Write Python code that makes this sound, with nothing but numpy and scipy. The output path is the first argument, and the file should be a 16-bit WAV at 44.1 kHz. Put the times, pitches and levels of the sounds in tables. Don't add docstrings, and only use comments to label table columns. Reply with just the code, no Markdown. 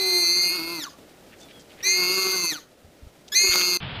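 import sys
import numpy as np
from scipy import signal
from scipy.fft import rfft, irfft
from scipy.io import wavfile
from scipy.ndimage import uniform_filter1d

SR = 44100
rng = np.random.default_rng(int(sys.argv[2]) if len(sys.argv) > 2 else 0)


def file_out(sig):
    cols = np.atleast_2d(sig).T
    lim = np.clip(cols, -1, 1)
    pcm = np.round(lim * 32767).astype(np.int16)
    wavfile.write(sys.argv[1], SR, pcm)


N = 176400
TIME = np.arange(N) / SR


def squeals():
    # time in seconds, whistle pitch in Hz.
    whistle_pitch = [
        [(0, 2046), (.1, 2085), (.22, 2083), (.26, 2065), (.47, 2113), (.55, 2172), (.69, 2160), (.79, 2070),
         (.835, 1690), (.872, 1130), (.89, 1035)],
        [(1.829, 1834), (1.853, 2030), (1.885, 2084), (1.98, 2140), (2.1, 2163), (2.25, 2122), (2.503, 2085),
         (2.553, 1480), (2.595, 1110)],
        [(3.321, 1673), (3.343, 1740), (3.351, 2007), (3.385, 2104), (3.46, 2155), (3.72, 2141), (3.81, 2049)],
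    ]
    # time in seconds, pitch of the low voice in Hz.
    voice_pitch = [(0, 383.4), (.27, 343), (.37, 357.9), (.465, 364), (.5, 321.7), (.55, 371), (.6, 324),
                   (.74, 345.3), (.85, 271.5), (1.84, 385.8), (2.04, 356.8), (2.15, 377.5), (2.35, 375.1),
                   (2.56, 295.7), (3.42, 392.5), (3.5, 363.8), (3.78, 355.9)]
    # time in seconds, period doubling 0-1, roughness 0-1, rasp level in dB.
    throat = [(.17, 0.08, 0.13, -38), (.25, 0.62, 0.11, -37), (.41, 0.53, 0.54, -40),
              (.55, 0.66, 0.33, -34.5), (.77, 0.77, 0.14, -38.5), (.86, 0.46, 0.65, -47),
              (1.83, 0.13, 0.35, -42), (1.93, 0.37, 0.02, -38.5), (2.03, 0.74, 0.34, -32.5),
              (2.3, 0.6, 0.36, -31.5), (2.48, 1, 0.4, -37), (2.56, 0.56, 0.52, -43),
              (3.32, 0.07, 0.16, -44), (3.38, 0.18, 0.29, -44.5), (3.57, 0.75, 0.63, -25),
              (3.65, 0.86, 0.22, -30)]
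    # time in seconds, then dB of low voice and whistle harmonics 1-3.
    levels = [
        [(0, -32.5, -34.5, -25, -39), (.17, -29, -31.5, -21, -33.5), (.27, -39, -33, -20.5, -29.5),
         (.46, -38.5, -31, -21.5, -32.5), (.55, -38, -34.5, -29, -43), (.61, -37, -38, -35, -62),
         (.76, -36.5, -38.5, -35.5, -47), (.835, -47, -47, -36.5, -41.5), (.89, -69, -41, -76, -54)],
        [(1.83, -69, -37, -41, -32), (1.868, -38, -25, -22, -24.5), (1.91, -43.5, -24.5, -23.5, -21.5),
         (1.98, -34.5, -28, -23.5, -35.5), (2.22, -29.5, -31.5, -26.5, -33.5), (2.42, -38, -33.5, -28.5, -30.5),
         (2.5, -50, -35, -26.5, -30.5), (2.535, -42.5, -43.5, -36.5, -46), (2.6, -76, -38, -72, -44.5)],
        [(3.322, -80, -38, -34, -34), (3.346, -42, -32.5, -29.5, -33), (3.362, -65, -24, -19, -18),
         (3.43, -37, -26.5, -20.5, -23), (3.52, -41.5, -28, -23, -28), (3.765, -35, -33.5, -25.5, -30.5)],
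    ]
    catches = [.215, .342, .491, .66]
    catch_s, catch_depth, release_s = .01, .6, 0.041
    slack_hz, taut_hz = 1750, 2030

    doubling, rough, rasp_db = in_time(throat)
    whistle_hz, = in_time([row for call in whistle_pitch for row in call])
    voice_hz, = in_time(voice_pitch)
    voice_gain, *harmonic_gains = from_db(in_time([row for call in levels for row in call]))
    flow = 1 - catch_depth * sum(np.exp(-((TIME - s) / catch_s) ** 2) for s in catches)
    gate = sum((TIME >= call[0][0]) * np.sqrt(np.clip((call[-1][0] - TIME) / release_s, 0, 1))
               for call in whistle_pitch)

    slack = 1 - np.clip((whistle_hz - slack_hz) / (taut_hz - slack_hz), 0, 1)
    jitter = rough * (0.005 + .018 * slack) * drift(108) + 0.0015 * drift(22)
    phase = 2 * np.pi * np.cumsum(whistle_hz * (1 + jitter)) / SR
    cycle = np.pi * np.cumsum(voice_hz * (1 + 0.02 * rough * drift(52.34))) / SR
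    chop = 1 + 0.17 * (doubling * np.cos(cycle) + (1 - doubling) * np.cos(2 * cycle))

    cry = flow * voice_gain * low_voice(cycle, doubling, rough)
    bands = sidebands(cycle, doubling, rough, slack)
    cry += whistle(phase, bands, harmonic_gains, rough, slack)
    treble = throat_treble(phase, cycle, bands[1], rough, chop, air=doubling * flow)
    cry += harmonic_gains[1] ** 0.78 * treble
    cry += from_db(rasp_db) * flow * rasp(cycle, doubling, rough, chop)
    return uniform_filter1d(gate, size=260) * cry


def whistle(phase, bands, gains, rough, slack, flicker_db=7, lag_rad=0.91):
    out = 0
    for k, (lines, gain) in enumerate(zip(bands, gains), 1):
        breaking = from_db(flicker_db * rough * slack * drift(34))
        harmonic = lines * np.exp(1j * (k * phase - lag_rad * k ** 2))
        out += gain * breaking * roughened(harmonic, rough)
    return out


def sidebands(cycle, doubling, rough, slack, slack_db=-8):
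    plain = [-14, -42.5, 7, -18.5, 0.5, -25.5, -24]
    doubled = [
        [-24, -45.5, 0.0049, -16, -9.5, 6, -11],
        [-40, -60, 0.012, -4, 3.5, 3.5, -30],
        [-5.5, -5.5, 0.0071, -6, -13, -15, -15],
    ]
    return [partials(np.arange(-2, 5), plain, row, cycle, doubling, rough, slack_db * slack)
            for row in doubled]


def low_voice(cycle, doubling, rough, flutter_db=11):
    partial_db = [
        [-36, 0.017, -35, -10, -16.5, -20, -50, -17, -28.5],
        [-6, 0.014, -11.5, -15.5, -21, -3.5, -40, -5, -25],
    ]
    flutter = from_db(flutter_db * rough * drift(25))
    return flutter * roughened(partials(np.arange(1, 10), *partial_db, cycle, doubling, rough), rough)


def throat_treble(phase, cycle, lines, rough, chop, air, flutter_db=2):
    # frequency in Hz, gain of the throat in dB.
    resonances = [(2800, -14.5), (4300, 8), (5200, -4), (6200, 27.5), (7500, 6.5), (8700, 0), (10100, 2),
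                  (11000, 3), (12300, 13), (13200, -2.5), (14100, -1), (15200, -30)]
    # start in seconds, length in seconds, boost in dB.
    flare = (.455, .09, 6)
    harmonics = sum(roughened(lines * np.exp(1j * (k * phase + 2 * cycle * (k > 4))), rough)
                    for k in range(4, 8))
    breath = air * band(rng.standard_normal(N), 10400, spread=0.18)
    treble = coloured(chop * (harmonics + breath), resonances)
    start, length, flare_db = flare
    return treble * from_db(-27 + flare_db * swell(start, length, skew=0.8) + flutter_db * drift(20))


def rasp(cycle, doubling, rough, chop):
    # frequency in Hz, relative gain of the throat in dB.
    resonances = [(120, -62), (300, 1.5), (520, -1.5), (850, -6.5), (1400, 8.5), (1850, -18), (2500, 2.5),
                  (3050, -7), (4500, 6), (5400, -5), (6600, -4.5), (7600, -12), (15500, -5.5)]
    count = np.floor(cycle / np.pi)
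    snaps = np.diff(count, prepend=0) * (1 - doubling * (count % 2))
    snaps *= 1 + rough * rng.standard_normal(N)
    breath = chop * rng.standard_normal(N)
    return rms_one(coloured(1.8 * rms_one(snaps) + breath, resonances))


def scatter(x, level_db=-16.5, t60_s=0.18, delay_s=0.054):
    tail = rng.standard_normal(N) * from_db(-60 * TIME / t60_s) * (TIME > delay_s)
    return from_db(level_db) * signal.fftconvolve(x, tail / np.sqrt(np.sum(tail ** 2)))[:N]


def grass(grain_db=4):
    # start in seconds, length in seconds, level in dB, band centre in Hz.
    rustles = [(1.309, 0.049, -50, 2100), (1.379, 0.075, -51.5, 5300), (1.48, 0.051, -51, 2750),
               (1.585, 0.044, -52.5, 5490), (1.687, 0.063, -51.5, 2950), (1.761, 0.085, -48, 2100),
               (3.277, 0.015, -45.5, 4168), (3.508, 0.032, -31, 2370), (3.531, 0.0088, -21.5, 2800),
               (3.544, 0.019, -30, 1230), (3.603, 0.022, -27, 2600)]
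    grains = rng.standard_normal(N) * from_db(grain_db * drift(250))
    return sum(from_db(db) * swell(start, length, skew=1) * band(grains, hz, spread=0.42)
               for start, length, db, hz in rustles)


def far_bird():
    # start in seconds, length in seconds, first and last pitch in Hz, level in dB.
    notes = [(1.41, 0.077, 3550, 3330, -50.5), (1.53, 0.11, 3370, 3000, -51.5)]
    out, waver = 0, 1 + 0.013 * drift(167)
    for start, length, first_hz, last_hz, db in notes:
        hz = waver * (first_hz + (last_hz - first_hz) * np.clip((TIME - start) / length, 0, 1) ** 2)
        out += from_db(db) * swell(start, length, skew=0.54) * np.sin(2 * np.pi * np.cumsum(hz) / SR)
    return out


def wind():
    # start in seconds, length in seconds, level in dB.
    bumps = [(2.839, 0.066, -47), (3.021, 0.036, -37.5), (3.064, 0.023, -41.5), (3.488, 0.049, -37)]
    puffs = sum(from_db(db) * swell(start, length, skew=0.66) for start, length, db in bumps)
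    return puffs * band(rng.standard_normal(N), hz=60.2, spread=0.4575)


def bush_air():
    # frequency in Hz, relative level in dB.
    spectrum = [(25, -13.5), (267, -4.5), (614, -6.5), (1080, -19), (1380, -16), (1620, -18), (4150, -22),
                (15500, -31.5)]
    # time in seconds, level in dB.
    levels = [(1.0, -50.5), (1.75, -49.5), (2.2, -57.5), (3.3, -52)]
    level_db, = in_time(levels)
    return from_db(level_db + drift(26)) * noise(spectrum)


def dull_air(level_db=-34, top_hz=5440):
    # frequency in Hz, relative level in dB.
    spectrum = [(15, -39.5), (25, -15), (123, -5), (342, -24), (777, -20), (1010, -23), (3430, -20.5),
                (5000, -38.5), (6500, -63)]
    air = signal.sosfilt(signal.butter(14, top_hz, fs=SR, output="sos"), noise(spectrum))
    return from_db(level_db + 1.17 * drift(27.5)) * air


def partials(steps, plain, doubled, cycle, doubling, rough, side_db=0):
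    flicker_db, smear_rad = 7, 0.2417
    wave, power = 0, 0
    for step, plain_db, doubled_db in zip(steps, plain, doubled):
        db = plain_db + (doubled_db - plain_db) * doubling + side_db * (step != 0)
        gain = from_db(db + flicker_db * rough * drift(12.3))
        wave += gain * np.exp(1j * (step * cycle - smear_rad * step ** 2))
        power += gain ** 2
    return wave / np.sqrt(power)


def roughened(wave, rough, width_hz=150):
    shake = .3 * rough
    wobble = 1 + shake * (drift(width_hz) + 1j * drift(width_hz))
    return np.real(wave * wobble) / np.sqrt(.5 + shake ** 2)


def from_db(db):
    return 10 ** (np.asarray(db) / 20)


def rms_one(x):
    return x / np.sqrt(np.mean(x ** 2) + 1e-20)


def in_time(rows):
    seconds, *columns = np.transpose(rows)
    return [np.interp(TIME, seconds, column) for column in columns]


def drift(hz):
    pole = np.exp(-16 * np.pi * hz / SR)
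    slow = signal.lfilter([1], [1, -2 * pole, pole * pole], rng.standard_normal(N // 8 + 2002))[2000:]
    return np.interp(np.arange(N) / 8, np.arange(len(slow)), rms_one(slow))


def coloured(x, spectrum):
    hz, db = np.transpose(spectrum)
    bins = np.maximum(np.arange(N // 2 + 1) * SR / N, 1)
    return irfft(rfft(x) * from_db(np.interp(np.log(bins), np.log(hz), db)), N)


def noise(spectrum):
    return rms_one(coloured(rng.standard_normal(N), spectrum))


def band(x, hz, spread):
    edges = [hz / (1 + spread), min(hz * (1 + spread), SR / 2 - 1000)]
    return rms_one(signal.sosfilt(signal.butter(2, edges, "band", fs=SR, output="sos"), x))


def swell(start, length, skew):
    return np.sin(np.pi * np.clip((TIME - start) / length, 0, 1) ** skew)


def scene():
    cut_s, resume_s, dip_db = 3.773, 3.803, -22.5
    cries = squeals()
    struggle = cries + scatter(cries) + far_bird() + grass() + wind() + bush_air()
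    before = uniform_filter1d(1. * (TIME < cut_s), size=130)
    dip = from_db(dip_db) * (TIME < resume_s)
    after = uniform_filter1d(1. * (TIME >= resume_s), size=100)
    mono = struggle * np.maximum(before, dip) + dull_air() * after
    return np.array([mono, mono])


def record(dry):
    return signal.sosfilt(signal.ellip(10, .2, 80, 15400, fs=SR, output="sos"), dry)


dry = scene()
out = record(dry)
file_out(out)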